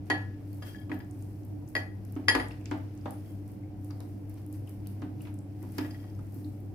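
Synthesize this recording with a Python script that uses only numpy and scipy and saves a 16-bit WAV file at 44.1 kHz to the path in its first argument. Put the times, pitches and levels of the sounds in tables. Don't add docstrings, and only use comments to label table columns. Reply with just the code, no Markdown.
import sys
import numpy as np
from scipy import signal
from scipy.fft import rfft, irfft, next_fast_len
from scipy.io import wavfile

SR = 44100
rng = np.random.default_rng(int(sys.argv[2]) if len(sys.argv) > 2 else 0)


def inscribe(sig):
    pcm = np.round(np.clip(np.atleast_2d(sig).T, -1, 1) * 32767)
    wavfile.write(sys.argv[1], SR, pcm.astype(np.int16))


def invert_db(level):
    return 10 ** (np.asarray(level, dtype=float) / 20)


N = 297234

# frequency [Hz], left-right likeness [-1 to 1].
STEREO_LIKENESS = [(60, 0.69), (180, 1), (550, 0.67), (1650, -0.24), (4970, -0.16), (15000, -0.27)]
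# frequency [Hz], left over right [dB].
STEREO_LEANING = [(60, 3), (180, -0.5), (550, -3.5), (1650, 4), (4970, 0), (15000, 0)]


def rms_one(x):
    return x / np.sqrt(np.mean(x ** 2) + 1e-20)


def at_hz(points, hz):
    table_hz, values = np.transpose(points)
    return np.interp(np.log(hz + 1e-9), np.log(table_hz), values)


def sides(pan_db):
    return invert_db(np.array([[0.5], [-0.5]]) * pan_db)


def spread(mid, side, alike):
    alike = np.clip(alike, -0.99, 0.99)
    return np.sqrt(1 + alike) * mid + np.sqrt(1 - alike) * side * [[1], [-1]]


def band(x, low_hz, high_hz, order=2):
    edges_hz = [low_hz, min(high_hz, 0.45 * SR)]
    return signal.sosfilt(signal.butter(order, edges_hz, "band", fs=SR, output="sos"), x)


def fall(t60, size):
    return invert_db(-60 * np.arange(size) / SR / t60)


def ringing(hz, t60, size):
    turning = np.exp(2j * np.pi * hz[:, None] * np.arange(size) / SR)
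    return fall(t60[:, None], size) * turning


def add(out, s, sound):
    at = int(s * SR)
    out[:, at:at + sound.shape[-1]] += sound[..., :N - at]


def room_tone():
    # frequency in Hz, level in dB per Hz.
    rumble_and_air = [(20, -100), (35, -77), (55, -78.5), (130, -69), (165, -77.5), (260, -74), (350, -77),
                      (430, -83.5), (800, -90), (1150, -102), (2300, -108), (3500, -116), (8000, -120),
                      (14000, -116)]
    # frequency in Hz, width in Hz, level in dB.
    compressor_orders = [(99, 18, -50), (125.6, 25, -55), (195.7, 11, -54), (298.7, 21, -47),
                         (59, 10, -59.5), (741, 12, -70)]
    size = next_fast_len(N)
    hz = np.fft.rfftfreq(size, 1 / SR)
    power = invert_db(2 * at_hz(rumble_and_air, hz))
    for line_hz, width_hz, level_db in compressor_orders:
        resonance = 1 / (1 + (2 * (hz - line_hz) / width_hz) ** 2) ** 2
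        power += invert_db(2 * level_db) * 4 / (np.pi * width_hz) * resonance
    mid, side = rfft(rng.standard_normal((2, size))) * np.sqrt(power * SR / 2)
    pair = sides(at_hz(STEREO_LEANING, hz)) * spread(mid, side, at_hz(STEREO_LIKENESS, hz))
    return irfft(pair, size)[:, :N] / np.sqrt(2)


def mains():
    # frequency in Hz, level in dB.
    magnet_line = (100, -42)
    hz, level_db = magnet_line
    sine = np.sin(2 * np.pi * hz * np.arange(N) / SR)
    return sides(at_hz(STEREO_LEANING, hz)) * invert_db(level_db) * np.sqrt(2) * sine


def kitchen(x):
    # low edge in Hz, high edge in Hz, t60 in seconds, level in dB.
    echo_bands = [(151, 410, 0.32, 0), (378, 857, 0.33, 2.5), (1100, 3450, 0.34, -0.5),
                  (2650, 5630, 0.3, -1.5), (6130, 28000, 0.39, -4)]
    size, tail = 22000, 0
    white = rng.standard_normal((2, size))
    for low_hz, high_hz, t60, level_db in echo_bands:
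        alike = at_hz(STEREO_LIKENESS, np.sqrt(low_hz * high_hz))
        diffuse = spread(*band(white, low_hz, high_hz), alike)
        tail = tail + invert_db(level_db) * diffuse * fall(t60, size) / np.sqrt(t60 * SR / 14)
    build_up = 1 - fall(0.06, size)
    return signal.oaconvolve(x, tail * build_up, axes=1)[:, :N]


def crackle(level_db, low_hz, high_hz, per_s, uneven_db, alike):
    heights_db = uneven_db * np.minimum(rng.exponential(1, (2, N)), 5)
    heights = invert_db(heights_db) * rng.choice([-1, 1], (2, N))
    mid, side = heights * (rng.random((2, N)) < per_s / SR)
    return invert_db(level_db) * rms_one(band(spread(mid, side, alike), low_hz, high_hz))


def cream():
    # peak in seconds, crackle in dB, seconds to fade 10 dB, coarse grains over fine in dB. The rows
    # at 0.15 s and 1.78 s are the rough tails of glass clinks.
    partings = [(0.07, -64.5, 0.03, -5), (0.15, -72.5, 0.32, 7.5), (0.54, -65, 0.33, -10),
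                (0.67, -55.5, 0.08, -2.5), (0.94, -64, 0.03, -3), (1.2, -66.5, 0.5, -8),
                (1.45, -69, 0, -12), (1.69, -61, 0.04, -19), (1.78, -58, 0.04, 6), (2.12, -71, 0.7, -0.5),
                (2.36, -57, 0.06, -5.5), (2.42, -70, 0.35, 4), (2.78, -71, 0.37, 3.5),
                (3.11, -66, 0.33, -2), (3.28, -64, 0.12, -20), (3.49, -66, 0.1, -7),
                (3.85, -65.5, 0.16, -10.5), (4.02, -67.5, 0.35, -5.5), (4.3, -63.5, 0.04, -4.5),
                (4.38, -66.5, 0.1, -2), (4.54, -61.5, .08, -7.5), (4.69, -64, 0.09, -5),
                (4.88, -69, 0.43, -1.5), (5.222, -63.5, 0.1, -3.5), (5.63, -66, 0.28, -3),
                (5.78, -58, 0.19, -5), (5.97, -68.5, 0.66, -3), (6.36, -63, 0.26, -11),
                (6.74, -65.5, 0, -3.5)]
    # fine, middle and coarse grains in dB.
    settling_db = (-79.5, -83, -77)
    t = np.arange(0, N + 64, 64) / SR
    peak_s, level_db, fade_s, coarse_db = np.transpose(partings)[:, :, None]
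    rise_share = 0.35
    swell_db = level_db - 10 * np.maximum(t - peak_s, (peak_s - t) / rise_share) / fade_s
    lifts_db = (0, -5.5 + 0.6 * coarse_db, coarse_db)
    courses_db = []
    for rest_db, lift_db in zip(settling_db, lifts_db):
        power = invert_db(2 * rest_db) + invert_db(2 * (swell_db + lift_db)).sum(axis=0)
        courses_db.append(np.interp(np.arange(N) / SR, t, 10 * np.log10(power)))
    fine_db, squish_db, drag_db = courses_db
    fine = crackle(fine_db + 0.5, 8240, 25500, per_s=6000, uneven_db=3.3, alike=0.053) * sides(1.4)
    squish = crackle(squish_db, 4250, 6030, per_s=4000, uneven_db=4.1, alike=0.075)
    drag = crackle(drag_db + 0.5, 850, 2710, per_s=3000, uneven_db=1.7, alike=0.15)
    return fine + squish + drag


def puffs(table, t60, width):
    out = np.zeros((2, N))
    for s, level_db, hz, pan_db in table:
        puff = spread(*rng.standard_normal((2, 1200)), 0.2) * fall(t60, size=1200)
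        add(out, s, invert_db(level_db) * sides(pan_db) * band(puff, hz / width ** 1.6, hz * width))
    return out


def dressing():
    # start in seconds, peak in dB, centre in Hz, left over right in dB.
    films = [(0.9273, -63, 5200, 0), (0.712, -54, 5000, 1.5), (0.755, -55, 5800, 5),
             (1.047, -58, 8000, 1.5), (2.0503, -54, 6520, 1.5), (2.123, -56, 7000, 7),
             (2.352, -32.5, 9900, 1), (1.1109, -46, 8750, 2), (1.2236, -46.5, 8600, 3.5),
             (1.4336, -55, 5630, 1.5), (1.7514, -41, 10200, 5), (2.154, -50, 6470, 1),
             (0.0588, -56, 9980, 7), (2.3501, -33, 4500, 1), (2.4843, -46.5, 8700, -16),
             (2.6115, -57, 8300, -4), (2.6569, -34, 5700, 1), (2.7117, -42, 6100, .5),
             (2.9507, -54.5, 11500, -5.5), (2.9761, -48, 6400, -3.5), (3.4785, -51.5, 9500, -7),
             (3.9075, -44, 5460, 3), (4.0043, -41.5, 5200, 3), (4.0043, -47, 10700, 2),
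             (4.341, -48, 10400, 0), (4.6728, -50, 10600, 2), (4.8703, -46, 5240, 3), (5.018, -49, 5630, 3),
             (5.3413, -46.5, 10500, 2), (5.3887, -48, 8140, -10), (5.6271, -49, 7100, -1),
             (5.7214, -46.5, 10700, 1), (5.7833, -31, 5700, 7), (6.1504, -56, 5700, 7),
             (6.1913, -52, 8500, .5), (6.2687, -57, 9360, -3)]
    # start in seconds, peak in dB, centre in Hz.
    threads = [(0.5302, -48.5, 13100), (0.5452, -50.5, 12700), (0.631, -51, 12000), (0.6629, -50, 13730),
               (0.8001, -50, 11300), (0.9273, -50.5, 14150), (0.9435, -45.5, 12800), (0.991, -46.5, 14000),
               (1.1907, -52, 11200), (1.4501, -47.5, 13100), (1.6876, -51.5, 13800), (2.0503, -48.5, 11660),
               (2.123, -45, 13430), (2.7766, -53, 13900), (3.1075, -37, 11200), (3.5179, -51, 12740),
               (3.8457, -47, 11200), (4.2955, -48.5, 13100), (4.4633, -46, 11900), (4.527, -41.5, 11200),
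               (4.694, -43.5, 11900), (4.8714, -40, 12000), (5.2192, -43, 11300), (5.628, -46.5, 14000),
               (5.6895, -51, 14100), (5.7468, -53, 13170), (5.7827, -37, 13500), (6.323, -52, 11800),
               (6.3445, -45, 13950), (6.6029, -52.5, 14800)]
    # start in seconds, peak in dB, centre in Hz, left over right in dB. The rows at 1.676 s and #
    # 1.677 s are one more film smack, high up near 7 kHz, that rings like the pockets.
    air_pockets = [(0.6624, -59, 2570, 4), (2.0887, -61, 3000, 1.5), (0.5303, -61, 4600, -5),
                   (2.518, -51, 4950, -0.5), (5.912, -54, 4900, 1.5), (2.2394, -55, 2250, 5),
                   (2.5102, -46, 2620, 3), (2.6115, -51, 2500, 0.0), (2.6569, -40.5, 2360, 4),
                   (3.011, -59.5, 5200, -4), (6.445, -52, 4320, 0.0), (3.6336, -51, 2120, 5.5),
                   (3.907, -50, 4900, -3), (4.6753, -53, 2920, 7), (4.8606, -53.5, 2900, 6),
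                   (5.207, -49, 2770, 2), (5.251, -40.5, 2270, 0.5), (5.5044, -62.5, 2760, 2),
                   (5.6196, -53, 1990, -2), (6.1, -61, 5300, -4), (1.676, -59, 7500, 2),
                   (1.677, -61, 6000, 1.5), (3.905, -49, 1150, 1.5), (4.004, -46.5, 951, 1.5),
                   (6.189, -50, 1300, 1.5), (0.917, -44, 1620, 1.5), (5.785, -42, 1660, 3),
                   (5.785, -40, 2400, 3), (5.785, -40, 880, 1.5), (1.618, -55, 800, 1.5),
                   (5.021, -50, 1900, 1.5)]
    panned_threads = [(*thread, 1) for thread in threads]
    smacks = puffs(films + panned_threads, t60=0.012, width=1.188)
    return smacks + invert_db(8.0) * puffs(air_pockets, t60=0.025, width=1.08)


def knocks():
    # start in seconds, level near 1 kHz in dB, boom near 290 Hz in dB,
    # edge near 2.6 kHz in dB, ring of the counter in dB.
    dull_knocks = [(0.1, -23.5, -6.5, -10, -0.8), (0.622, -44, -21, -9, -1), (0.896, -41, 6.5, -13, -.4),
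                   (0.916, -38, 5, -9, -.4), (1.62, -58.5, 8, -24, 7), (1.752, -29, -7.5, -15, -1),
                   (2.163, -41, 7.5, -14, 0), (2.282, -20.5, -14, -9, -2), (2.35, -22, -7, -8.5, -0.2),
                   (2.399, -35, -8, -8, -1), (2.506, -51, -20.5, 0.5, 3), (2.658, -59.5, 14.5, 9.5, 1.5),
                   (2.713, -30, -0.5, -11.5, -0.5), (3.057, -30.5, -6.5, -17.5, -1.5),
                   (3.904, -48, -18, -12, -3), (4.005, -48, -14, -14, -4), (4.68, -69, 16.5, 2.5, -.4),
                   (4.86, -69, 12, -2, -1), (5.021, -40.5, 9, -11, 0.5), (5.201, -69.5, 22, -4, -3),
                   (5.252, -55, 7, 0.5, -4), (5.271, -50, -13, -4, 1), (5.631, -48.5, 11, -16, 1.7),
                   (5.782, -33.5, 4.5, -5, 0), (5.847, -44, 11.5, -9, -1), (5.944, -60, 10.5, -2, -10),
                   (6.19, -49, 9.5, -20, -2.5), (6.247, -64.5, 23, -9, -2), (6.36, -66, 26.5, -9, -.4),
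                   (6.446, -68.5, 29, -2, 3.7), (1.149, -67.5, 27, -10, 3.5), (2.197, -63, 21.5, -9, 1),
                   (1.003, -53, -8, -4, 2), (6.04, -54, -3.5, -12, -5)]
    colour_hz = [290, 470, 1000, 2600, 7500]
    # frequency in Hz, level in dB, t60 in seconds.
    counter_modes = [(261.2, -1, 0.22), (302.1, 5.5, 0.19), (372.4, -3, 0.27), (469, -9, 0.5),
                     (532, -11.5, 0.11), (632, -9.5, 0.19), (724, -5, 0.088), (869, -5, 0.091),
                     (978, -4.5, .11), (1200, -19.5, 0.26), (1470, -14.5, 0.068)]
    # level in dB, frequency in Hz, t60 in seconds.
    flexing = (-39.5, 58, 0.96)
    crack_db, body_db = -6.5, -3
    hz, level_db, t60 = np.transpose(counter_modes)
    size, lead_in, out = 16384, 256, np.zeros((2, N))
    soft_start = 1 - fall(0.019, size)
    fade_out = np.hanning(2 * size)[size:]
    modes = ringing(hz, t60, size).imag * soft_start * fade_out
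    bins = np.fft.rfftfreq(size, 1 / SR)
    for s, peak_db, boom_db, edge_db, ring_db in dull_knocks:
        low_body_db = -6.5 + 0.02 * boom_db
        top_db = edge_db - 17.5
        colour_db = [boom_db - 23, boom_db, low_body_db, -4, edge_db, top_db, top_db - 9]
        colour = np.transpose([[120, *colour_hz, 16000], colour_db])
        density = invert_db(at_hz(colour, bins)) * np.sqrt(SR / (bins + 50))
        puff = spread(*rng.standard_normal((2, size)), 0.377) * fall(0.099, size)
        crack = irfft(rfft(np.roll(puff, lead_in, axis=1)) * density, size)[:, lead_in:]
        sign, uneven, lean = rng.standard_normal((3, len(hz)))
        strength_db = at_hz(colour, hz) + level_db + 2.5 * uneven + lean * [[1.5], [-1.5]]
        strength = np.sign(sign) * invert_db(strength_db)
        add(out, s, invert_db(peak_db + crack_db) * crack)
        add(out, s, invert_db(peak_db + body_db + ring_db) * strength @ modes)
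    thump_db, thump_hz, thump_t60 = flexing
    thump = ringing(np.array([thump_hz]), np.array([thump_t60]), size=24000).imag
    add(out, 2.35, invert_db(thump_db) * thump)
    return out


def bowl_modes():
    # frequency in Hz, level in dB, t60 in seconds, left over right in dB, left phase lead in rad.
    families = [
        [(1706, -4, 0.45, 10.5, 1.4)],
        [(1916, -2, 0.33, 2.5, -1.2), (1993, -10, 0.1, 6, -1.6), (2500, -13.5, 0.12, 0.5, 1.8)],
        [(3183, -6.5, 0.29, 4, 2), (3241, 0, 0.3, 4.5, -2.5)],
        [(4420, -1, 0.3, 0, 2.4), (4480, 0, 0.25, -3.5, 0.91)],
        [(4916, -0.5, 0.2, 0.5, 1.66), (6720, -11, 0.25, 0.5, 2), (8974, -25, 0.13, -1.5, 1.5),
         (10040, -14, 0.2, 3.5, 0.5), (10490, -17, 0.1, 3.5, 0.53), (11300, -16.5, 0.15, 4, -1.3)],
    ]
    loaded_wall = [(1443, 4.5, .16, 3.5, .6), (1800, 2, .12, 2, -.6), (2218, 2.5, .12, 3.5, 1.2),
                   (2760, -4.5, .12, 2, -1.8), (3840, -7.5, .1, 1.5, 1.9), (4140, -5.5, 0.14, 1.5, -.8),
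                   (4721, -2.5, .12, 2.5, 1.2), (5530, -9, .1, 0.5, -1.2), (5932, -9.5, .12, 2.5, .8),
                   (7736, -16.5, .15, 2.5, .6), (8400, -17.5, 0.098, 1.5, -.6),
                   (12410, -17.5, .12, 2.5, .6), (13260, -20.5, .12, 3, -.6), (14800, -22, .12, 4.5, .6)]
    bowl = families + [loaded_wall]
    family = np.repeat(np.arange(len(bowl)), [len(rows) for rows in bowl])
    hz, level_db, t60, pan_db, lead = np.concatenate(bowl).T
    size = 24000
    modes = ringing(hz, t60, size) * (1 - fall(0.00077, size))
    modes = modes * (1 + invert_db(-13.5) * np.exp(2j * np.pi * 0.005 * hz[:, None] * np.arange(size) / SR))
    modes = modes * (1 + invert_db(1) * fall(0.09, size)) * invert_db(-3.5)
    radiated = sides(pan_db) * np.exp(0.5j * lead * [[1], [-1]])
    return family, level_db, modes, radiated


def rubs(family, level_db, modes, radiated):
    # start in seconds, end in seconds, level in dB, low pair in dB.
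    strokes = [
        (0.632, 0.843, -68, -8),
        (0.93, 1.0, -78, 4),
        (3.257, 3.32, -78.5, 0),
        (5.855, 6.098, -74.5, 6),
    ]
    family_db = [-13, -11, -4, -20, -5, -15]
    out = np.zeros((2, N))
    for start, end, rub_db, pair_db in strokes:
        drive_db = np.array(family_db)[family] + level_db + pair_db * (family == 1)
        answer = (radiated * invert_db(drive_db) @ modes).imag * fall(0.19, size=24000)
        size = int((end - start) * SR)
        slips = rng.standard_normal((1, size)) * (rng.random(size) < 600 / SR)
        slips = slips * invert_db(-6.5 * np.arange(size) / size)
        add(out, start, invert_db(rub_db) * signal.fftconvolve(slips, answer, axes=1))
    return out


def clinks(family, level_db, modes, radiated):
    # start in seconds, level in dB, upper mode of the low pair over the lower in dB,
    # hardness in dB per octave, damping by the blade as t60 in seconds.
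    strikes = [(0.1009, -30, -2, -3, 2.6), (0.6238, -53.5, -13, 6, 0.38), (0.6905, -66, -17, -1, .3),
               (0.747, -59, -15, -6, 0.47), (0.9168, -46.5, 2, -8, 0.087), (1.0025, -55, -8, -0.5, 0.11),
               (1.7521, -38.5, 5, 2.5, 0.69), (2.2837, -27, 1.5, 6.5, 1), (2.35, -41, 6, 4, 0.24),
               (2.3983, -39.5, -4, -1, 0.44), (5.784, -44, -16, 2, 0.084), (5.8464, -57.5, 5, -2, 0.2),
               (5.9077, -68.5, 6, 13, .2), (5.9447, -69, 7.5, 3, .25), (6.0293, -78, 10, 9, 0.25),
               (2.2972, -32, 2.5, 4, .6), (0.112, -39, -3, -1.5, .9), (1.765, -44, 4.5, 3.5, .5)]
    rim_pair_db = [0.5, -12, -9, -9, -3, -11, 3, -5, -3.5, -2.5, -5, -6, -15, -12, -12, -3, -2.5, -8]
    family_level_db = [-0.5, -0.5, -15.5, -17.5, -12.5, -25]
    family_hz = [1700, 1700, 3200, 4500, 4900, 3200]
    octaves = np.log2(np.array(family_hz) / family_hz[0])
    out, count = np.zeros((2, N)), len(level_db)
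    for (s, clink_db, pair_db, hardness_db, damping_t60), rim_db in zip(strikes, rim_pair_db):
        family_db = clink_db + np.array(family_level_db) + hardness_db * octaves
        family_db[1] += pair_db
        family_db[3] += rim_db
        spot = np.exp(2j * np.pi * rng.random(count)) * invert_db(2.1 * rng.standard_normal(count))
        strength = radiated * spot * invert_db(family_db[family] + level_db + 5.5)
        add(out, s, (strength @ modes).imag * fall(damping_t60, size=24000))
    return out


def gripped(bowl):
    split_hz, depth, speed_hz = 2800, 0.28, 70
    low = signal.sosfilt(signal.butter(4, split_hz, fs=SR, output="sos"), bowl)
    high = signal.sosfilt(signal.butter(4, split_hz, "high", fs=SR, output="sos"), bowl)
    slow = rms_one(band(rng.standard_normal(N), 8, speed_hz))
    fast = rms_one(band(rng.standard_normal(N), 8, 2 * speed_hz))
    return low * (1 + 0.6 * depth * slow) + high * (1 + depth * fast)


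def scene():
    background = room_tone() + mains()
    near = knocks() + dressing()
    glass = bowl_modes()
    bowl = clinks(*glass) + rubs(*glass)
    echoes = kitchen(near + invert_db(-3.5) * bowl)
    return background + near + echoes + cream() + gripped(bowl)


def band_limit(x):
    return signal.sosfilt(signal.butter(12, 15970, fs=SR, output="sos"), x)


def record(dry):
    bass_cut = signal.sosfilt(signal.butter(3, 40, "high", fs=SR, output="sos"), dry)
    top_cut = signal.sosfilt(signal.cheby2(16, 60, 16120, fs=SR, output="sos"), bass_cut)
    return band_limit(top_cut)


dry = scene()
out = record(dry)
inscribe(out)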